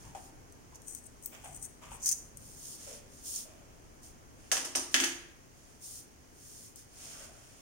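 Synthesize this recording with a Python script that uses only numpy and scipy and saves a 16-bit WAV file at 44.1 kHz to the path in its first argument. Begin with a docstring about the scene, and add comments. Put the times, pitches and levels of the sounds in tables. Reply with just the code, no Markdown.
"""Quiet, bare room: scissors trim the lace of a curly wig close to a phone.
Bites are crackle runs through treble blade resonances; thread snaps and pivot ticks are short clicks.
The scissors land on a hard top: chattering knocks ring steel modes, skids crackle, board modes boom.
Hands scuff, shift and stroke the wig: hollow rubs, low bumps, swells of hair and lace crackle.
Rumble and hiss lie beneath; the two microphone ports differ in treble resonance."""
import sys
import numpy as np
from scipy import signal
from scipy.fft import rfft, irfft, next_fast_len
from scipy.io import wavfile

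SR = 44100
rng = np.random.default_rng(int(sys.argv[2]) if len(sys.argv) > 2 else 0)


def transcribe(signal):
    """Save signal, clipped to [-1, 1], as a 16-bit WAV file at the path in sys.argv[1]."""
    frames = np.atleast_2d(signal).T
    limited = np.clip(frames, -1, 1)
    pcm = np.round(limited * 32767).astype(np.int16)
    wavfile.write(sys.argv[1], SR, pcm)


N = 335953

# All table levels are relative: mix gains follow.
# blade bites through lace: (time [s], length [s], level [dB], most excited frequency [Hz])
BITES = [(.745, 0.026, -55, 6530), (0.872, 0.1155, -45.5, 8040), (1.055, .017, -50, 8700),
         (1.237, 0.0452, -49.5, 12000), (1.442, 0.089, -53, 8900), (1.546, .03, -46.5, 8560),
         (1.625, .035, -40.5, 8700), (1.915, 0.0553, -51, 8800), (2.059, 0.0397, -25, 6670),
         (2.114, 0.0159, -26.5, 6800)]
# thread snaps and pivot ticks: (time [s], level [dB], most excited frequency [Hz])
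TICKS = [(0.5235, -54, 8000), (0.7565, -46.5, 6200), (0.8189, -51.5, 7470), (0.9493, -38, 8550),
         (1.226, -50, 7900), (1.2591, -31.5, 14480), (1.6526, -42.5, 9500), (2.0593, -27, 6550),
         (2.0904, -21.5, 6900), (2.3718, -43.5, 9100), (3.3606, -33.5, 5400), (6.7591, -48, 12000)]
# blade resonances: (frequency [Hz], width [Hz], level [dB])
BLADE_MODES = [(5410, 107, 3.5), (6230, 146, 11.5), (6750, 350, 7), (8136, 336, 0.5), (8667, 317, 2.5),
               (9364, 337, -21.5), (10170, 130, -14.5), (11270, 140, -12.5), (13563, 696, -18),
               (14670, 300, -8), (15260, 228, -8.5)]
# scissors meeting the hard top: (time [s], knock [dB], skid [dB], thud [dB])
BLOWS = [(4.5158, -22.5, -26, -45.5), (4.5692, -29.5, -38, -42), (4.647, -39.5, -39, -43.5),
         (4.7514, -30, -28.5, -34.5), (4.9424, -14, -31, -31), (5.0014, -22.5, -32, -28.5),
         (5.0383, -24, -34.5, -37)]
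# steel modes of the landing scissors: (frequency [Hz], level [dB], t60 [s])
STEEL_MODES = [(1247, 8, 0.263), (1260.4, 1, 0.275), (1617, -16, 1.05), (1630, -14.5, 1.305),
               (1713.8, 4.5, 0.213), (1880, -18.5, 1.19), (2469, -1, 0.19), (2610.8, 2, 0.245),
               (2910, -4.5, 0.19), (3013, -2.5, 0.2742), (3090, 7.5, 0.2), (3266, -0.5, 0.18),
               (3403, 6.5, 0.195), (5973, -19, 0.2916), (6015, -1, 0.5), (6251, -14, 0.2624),
               (6584, 6, 0.325), (6960, 4, 0.39)]
# low modes of the hard top: (frequency [Hz], level [dB], t60 [s])
BOARD_MODES = [(223.2, -4.5, 0.286), (260.3, -2, 0.47), (268, 3, 0.474), (298.1, -2, 0.517),
               (331.8, -1.5, 0.603), (354.14, -0.5, 0.71), (387.7, -6, 0.525), (539, -10, 0.355),
               (640.6, -6.5, 0.26), (827.3, -6.5, 0.32)]
# knock spectrum: (frequency [Hz], density [dB per Hz])
KNOCK_SPECTRUM = [(100, -29.5), (300, -20), (700, -12.5), (1000, -17.5), (1250, -5.5), (1800, 1),
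                  (2300, -1.5), (3150, 1), (3900, -7.5), (6500, -0.5), (8500, -12), (12000, -21),
                  (16000, -18)]
# skid spectrum: (frequency [Hz], density [dB per Hz])
SKID_SPECTRUM = [(150, -25), (500, -4.5), (1000, -7), (3000, -15.5), (4000, -11), (5200, -1), (6600, 1.5),
                 (7600, -5.5), (8700, 0.5), (11000, -11.5), (13000, -17), (16000, -22)]
# dull rubs of hands and handles: (time [s], t60 [s], level [dB], resonance [Hz], rasp [dB])
SCUFFS = [(.03, 0.74, -59, 912, -2), (.1475, 0.16, -42, 787, -8), (.72, .22, -57.5, 999, -3.5),
          (1.317, 0.63, -62.5, 783, 10.5), (1.435, 0.458, -49.5, 780, -3), (1.812, 0.76, -56, 1127, 3.5),
          (1.914, 0.217, -46.5, 896, -4), (2.86, 0.796, -53, 540.6, -2), (3.44, 1.49, -60, 624, -3),
          (7.125, 1.2, -60.5, 1477, -7.5), (7.19, 1.07, -59, 640, -4.5)]
# hands sliding over hair: (time at full speed [s], swell [s], hold [s], level [dB], pressure [0-1])
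STROKES = [(0.032, 0.066, 0.035, -61.5, 0.63), (0.163, 0.0147, 0.08, -60, 0.28),
           (2.45, 0.066, 0.132, -57, 0), (2.679, 0.1024, 0.0468, -49, 0.21),
           (2.821, 0.039, 0.1195, -52, 0.59), (3.169, 0.075, 0.076, -59.5, 0.44),
           (3.282, 0.0377, 0.0445, -43, 0), (3.355, 0.024, 0.0231, -42.5, 0.26),
           (4.043, 0.017, 0.007, -56, 0.27), (4.452, 0.083, 0.029, -66, 0.92),
           (4.926, 0.0183, .01, -51, 0.51), (5.6, 0.075, 0.13, -68, 0.79), (5.85, 0.0337, 0.1147, -49, 0),
           (6.5, 0.1236, 0.1526, -55, 0.19), (6.768, .01, 0.0158, -56.5, 0.31),
           (7.061, 0.1104, 0.058, -51.5, 0.74), (7.191, 0.056, 0.0446, -54, 0.83),
           (7.349, 0.073, 0.29, -64, .85)]
# sliding-hair spectrum: (frequency [Hz], density [dB per Hz])
HAIR_SPECTRUM = [(1000, -57), (3100, -9.5), (3900, -12.5), (5200, -3), (6700, 1.5), (7800, -7), (9000, 2),
                 (11000, -11), (13500, -13.5), (15000, -9), (16000, -21)]
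# rubbed-lace spectrum: (frequency [Hz], density [dB per Hz])
LACE_SPECTRUM = [(200, -18.5), (600, 6), (1000, -1), (1500, 0.5), (2000, -1), (2400, 1.5), (3300, -0.5),
                 (4000, -13), (7000, -1), (12000, -15.5)]
# soft low bumps of hands on the wig: (time [s], length [s], level [dB])
BUMPS = [(.02, 0.1223, -52.5), (1.346, .39, -57), (1.841, .18, -53), (2.048, 0.604, -60.5)]
# background spectrum: (frequency [Hz], density [dB per Hz])
QUIET_SPECTRUM = [(12, -23.5), (20, -2.5), (123, -4), (198, -12), (241, -6.5), (499, -13.5), (590, -15.5),
                  (718, -16), (3160, -26), (3740, -31.5), (6540, -20.5), (7520, -28.5), (8890, -27.5),
                  (14700, -36.5), (16000, -29)]
# low rumble of the room: (time [s], level [dB])
MURMUR_LEVEL = [(0, 6), (1.0, 3), (4.3, 4), (4.8, 1.5), (7.6, 1.5)]
# microphone ports: (frequency [Hz], left minus right [dB])
PORT_DIFFERENCE = [(100, .5), (400, 2.5), (1300, 1), (3000, 1.5), (5000, -2), (6500, -10.5), (7700, -1.5),
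                   (9000, 18), (10500, 6.5), (12500, -0.5), (15000, -3.5)]

GRAZE_S, GRAZE_DB, GRAZE_T60_S = .06, -5.5, 0.132  # soft graze before the bite
EASE_DB, RELEASE_T60_S = -4.5, 0.0264  # EASE_DB: change over one bite length
EDGE_SHARE, EDGE_MAX_HZ = .72, 5720  # lower edge of blade sound: share of the bite frequency, limit
CHATTER_GAP_S, CHATTER_DB, CHATTER_LOSS_DB = .009, -11, -3  # mean gap, first level, step per contact
SKID_RISE_S, SKID_T60_S, SLITHER_DB, SLITHER_T60_S = 0.0056, 0.0707, -16, 0.232
THUD_RISE_S = 0.021
SCUFF_RISE_SHARE = 0.0188  # rise time over t60
STROKE_FADE_S = 0.0552
BRIGHTNESS_DB_PER_OCTAVE, LACE_DB = (3, -3), (-32.5, 2)  # at pressure 0, at pressure 1
QUIET_DB = -58.5
ROOM_T60_S, TREBLE_T60_S = 0.6194, 0.416
TOP_HZ = 15900


def cutting(left_db=5, mesh_db=-27, snap_db=-13):
    """Threads part in quick runs, louder at left; mesh adds a faint duller crunch, threads dry snaps."""
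    out = np.zeros((2, N))
    mesh_response = filtered(np.eye(1, 256), [1500, 3500], "band")
    for time_s, length_s, db, focus_hz in BITES:
        force = bite(length_s)
        run = crackle(len(force), spread_db=3.0) * catches(len(force), spread_db=2.5) * force
        crunch = undb(mesh_db) * through(run, mesh_response)
        add(out, time_s - GRAZE_S, undb(db) * (blades(run, focus_hz, focus_db=20.5) + crunch))
    for time_s, db, focus_hz in TICKS:
        tick = undb(db + 6.0) * click(seconds(.03), t60_s=0.0078)
        snap = undb(snap_db) * filtered(tick, 5000, "high")
        add(out, time_s, blades(tick, focus_hz, focus_db=26.0) + snap)
    balance = undb(np.array([[left_db], [-left_db]]) / 2)
    return nearby(out, db=-5.5, t60_s=0.048) * balance


def bite(length_s):
    """Blade force from GRAZE_S before the bite: growing graze, full force easing off, release."""
    t = seconds(GRAZE_S + length_s + .04) - GRAZE_S
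    graze = undb(GRAZE_DB) * fade(np.abs(t), GRAZE_T60_S)
    cut = undb(EASE_DB * t / length_s) * fade(np.maximum(t - length_s, 0), RELEASE_T60_S)
    return np.where(t < 0, graze, cut)


def catches(size, spread_db, count=130):
    """Blades catch thread after thread: a new strength every count samples, about 3 ms."""
    strength = undb(spread_db * rng.standard_normal(size // count + 1))
    return unit(np.repeat(strength, count)[:size])


def blades(x, focus_hz, focus_db):
    """Blades ring briefly in the treble; the bite frequency sets their lower edge and favoured modes."""
    t = seconds(.015)
    hz, width_hz, db = np.transpose(BLADE_MODES)[:, :, None]
    octaves_off = np.abs(np.log2(hz / focus_hz))
    gain = width_hz * undb(db - focus_db * octaves_off)
    modes = gain * np.exp(-np.pi * width_hz * t) * np.cos(2 * np.pi * hz * t)
    edge_hz = min(EDGE_SHARE * focus_hz, EDGE_MAX_HZ)
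    return through(x, filtered(np.sum(modes, axis=0), edge_hz, "high", order=8)[None])


def clatter(steel_db=-12, knock_db=5.0, skid_db=3.0, boom_db=-5):
    """Blades and handles land in turn, chatter, ring, skid a little and set the top booming."""
    knocks, slides, boom = np.zeros((3, 2, N))
    t = seconds(.7)
    braked_s = np.maximum(t - SKID_RISE_S, 0)
    slither = undb(SLITHER_DB) * fade(braked_s, SLITHER_T60_S)
    skid = np.minimum(t / SKID_RISE_S, 1) * (fade(braked_s, SKID_T60_S) + slither)
    thud_rise = np.minimum(t / THUD_RISE_S, 1)
    for time_s, hit_db, slide_db, thud_db in BLOWS:
        for delay_s, db in chatter():
            contact = click(seconds(.05), t60_s=0.0174)
            add(knocks, time_s + delay_s, undb(hit_db + knock_db + db) * contact)
        add(slides, time_s, undb(slide_db + skid_db) * crackle(len(t), spread_db=3.0) * skid)
        thud = ring(t, BOARD_MODES, spread_rad=0.22) * thud_rise
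        add(boom, time_s, undb(thud_db + boom_db) * thud)
    knocks = colour(knocks, KNOCK_SPECTRUM)
    steel = undb(steel_db) * through(knocks, ring(t, STEEL_MODES, spread_rad=1.396))
    skids = nearby(colour(slides, SKID_SPECTRUM), db=-9.5, t60_s=0.054, alike=0.32)
    return room(knocks, wet_db=-3.5) + room(skids, wet_db=-1) + steel + boom


def chatter(count=5):
    """A blow and its weaker, unevenly spaced after-contacts: (delay [s], level [dB])."""
    delays_s = np.cumsum(CHATTER_GAP_S * rng.uniform(.5, 1.5, count))
    return [(0, 0), *zip(delays_s, CHATTER_DB + CHATTER_LOSS_DB * np.arange(count))]


def rustle(hiss_db=2.5):
    """Hairs slip over each other; firmer strokes are duller and also rub the lace cap."""
    out = np.zeros((2, N))
    for time_s, swell_s, hold_s, db, pressure in STROKES:
        t = seconds(.8) - min(time_s, .3)  # 0 at full speed
        rise = (np.minimum(t, 0) / swell_s) ** 2
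        fall = (np.maximum(t - hold_s, 0) / STROKE_FADE_S) ** 2
        speed = np.exp(-rise - fall)
        tilt_db = np.interp(pressure, (0, 1), BRIGHTNESS_DB_PER_OCTAVE)
        lace_db = np.interp(pressure, (0, 1), LACE_DB)
        hair = colour(crackle(len(t), spread_db=2.0), HAIR_SPECTRUM, tilt_db)
        lace = colour(crackle(len(t), spread_db=2.0), LACE_SPECTRUM)
        add(out, time_s + t[0], undb(db + hiss_db) * speed * (hair + undb(lace_db) * lace))
    return nearby(out, db=-9.0, t60_s=0.077)


def scuffs():
    """Short rubs: band noise as a hollow resonance, with a rasp of lace; slow rubs start slowly."""
    out, t = np.zeros((2, N)), seconds(.7)
    for time_s, t60_s, db, hz, rasp_db in SCUFFS:
        hollow = unit(filtered(noise(len(t), alike=0.423), [hz / 1.214, hz * 1.122], "band"))
        rasp = colour(crackle(len(t), spread_db=3.5), LACE_SPECTRUM)
        rise_s = SCUFF_RISE_SHARE * t60_s
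        shape = np.minimum(t / rise_s, 1) * fade(np.maximum(t - rise_s, 0), t60_s)
        add(out, time_s, undb(db) * shape * (hollow + undb(rasp_db) * rasp))
    return out


def handling():
    """The weight of the wig shifts in the hands: dull swells of low band noise."""
    out = np.zeros((2, N))
    for time_s, length_s, db in BUMPS:
        size = int(length_s * SR)
        rumble = unit(filtered(noise(size, alike=1.0), [30, 150], "band"))
        add(out, time_s, undb(db) * rumble * signal.windows.hann(size))
    return out


def still_air(low_db=0, hiss_db=2.0, split_hz=1800):
    """A low rumble from the left, late at the right port, under an even hiss."""
    left, right = filtered(colour(noise(N, alike=0.407), QUIET_SPECTRUM), split_hz, "low")
    murmur = np.array([left, np.roll(right, 19)])  # lag in samples
    hiss = filtered(colour(noise(N), QUIET_SPECTRUM), split_hz, "high")
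    swell_db = np.interp(np.arange(N) / SR, *np.transpose(MURMUR_LEVEL))
    return undb(QUIET_DB) * (undb(low_db + swell_db) * murmur + undb(hiss_db) * hiss)


def room(x, wet_db):
    """Direct sound plus diffuse tail of bare walls: bass alike at both ports, treble dies first."""
    t = seconds(.8)
    bass = filtered(noise(len(t), 1.0), 842.0, "low")
    middle = filtered(noise(len(t), 0.159), [700, 3500], "band")
    treble = filtered(noise(len(t), 0), 2650.0, "high")
    tail = (bass + middle) * fade(t, ROOM_T60_S) + treble * fade(t, TREBLE_T60_S)
    return x + undb(wet_db) * through(x, tail * np.minimum(t / 0.0011, 1))


def nearby(x, db, t60_s, alike=0):
    """Quick reflections from close things comb the sound in a fixed pattern."""
    t = seconds(.06)
    reflections = through(x, noise(len(t), alike) * fade(t, t60_s))
    return (x + undb(db) * reflections) / np.hypot(1, undb(db))


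def crackle(size, spread_db, count=12):
    """Tiny slips of very unequal strength, each count samples long."""
    strength = undb(spread_db * np.minimum(rng.exponential(size=size // count + 1), 5))
    return unit(noise(size) * np.repeat(strength, count)[:size])


def click(t, t60_s):
    """Sharp contact from whitened, refaded noise, with the energy of 1 ms at 0 dB."""
    spectrum = rfft(noise(len(t)) * fade(t, t60_s))
    burst = irfft(spectrum / np.abs(spectrum), len(t)) * fade(t, 2 * t60_s)
    return burst * np.sqrt(SR / 1000 / np.sum(burst ** 2, axis=1, keepdims=True))


def ring(t, modes, spread_rad):
    """Decaying modes with random phases, out of step between the ports."""
    hz, db, t60_s = np.transpose(modes)[:, :, None]
    phase = rng.uniform(0, 2 * np.pi, hz.shape) + spread_rad * rng.standard_normal((2, len(hz), 1))
    waves = undb(db) * fade(t, t60_s) * np.sin(2 * np.pi * hz * t + phase)
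    return waves.sum(axis=1) / np.linalg.norm(undb(db))


def noise(size, alike=0):
    """Stereo noise with a power share common to both ports."""
    left, right, both = rng.standard_normal((3, size))
    alike = np.clip(alike, 0, 1)
    return np.sqrt(1 - alike) * np.array([left, right]) + np.sqrt(alike) * both


def colour(x, points, tilt_db=0, size=4096):
    """Minimum-phase filter shaped like a spectrum, tilted in dB per octave."""
    hz = np.fft.rfftfreq(size, 1 / SR)
    cepstrum = irfft(np.log(undb(along(hz, points) + tilt_db * np.log2(hz + 1))))
    cepstrum[1:size // 2] *= 2
    cepstrum[size // 2 + 1:] = 0
    return through(x, irfft(np.exp(rfft(cepstrum)))[None])


def along(hz, points):
    """Read a spectrum in dB on a log-frequency axis."""
    f, db = np.transpose(points)
    return np.interp(np.log(hz + 1), np.log(f), db)


def through(x, response):
    """Pass each channel through its response, scaled to unit energy."""
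    response = response / np.linalg.norm(response, axis=1, keepdims=True)
    return signal.oaconvolve(x, response, axes=1)[:, :x.shape[1]]


def filtered(x, edges_hz, kind, order=2):
    """Butterworth filter."""
    return signal.sosfilt(signal.butter(order, edges_hz, kind, fs=SR, output="sos"), x)


def add(track, time_s, sound):
    """Mix a sound into the track, cut at its end."""
    start = int(time_s * SR)
    track[:, start:start + sound.shape[1]] += sound[:, :N - start]


def undb(db):
    """Decibels to amplitude."""
    return 10 ** (np.asarray(db) / 20)


def unit(x):
    """Scale to rms 1."""
    return x / np.sqrt(np.mean(x ** 2))


def seconds(length_s):
    """Time axis in seconds."""
    return np.arange(int(length_s * SR)) / SR


def fade(t, t60_s):
    """Exponential decay, 60 dB per t60."""
    return undb(-60 * t / t60_s)


def scene():
    """Cutting, landing knocks, skids, strokes and scuffs with room; ring, boom, bumps, rumble, hiss dry."""
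    scissors = room(cutting(), wet_db=-9.5) + clatter()
    hands = room(rustle(), wet_db=-9.5) + room(scuffs(), wet_db=-8.5) + handling()
    return scissors + hands + still_air()


def record(dry, ceiling=0.39):
    """The right port resonates lower than the left; the phone rounds loud peaks and cuts the top."""
    size = next_fast_len(N + 2048)
    ratio = undb(along(np.fft.rfftfreq(size, 1 / SR), PORT_DIFFERENCE))
    gains = np.array([ratio, np.ones_like(ratio)]) * np.sqrt(2 / (1 + ratio ** 2))  # total power kept
    heard = irfft(rfft(dry, size) * gains, size)[:, :N]
    rounded = ceiling * np.tanh(heard / ceiling)
    return signal.sosfilt(signal.ellip(10, .2, 70, TOP_HZ, fs=SR, output="sos"), rounded)


dry = scene()
out = record(dry)
transcribe(out)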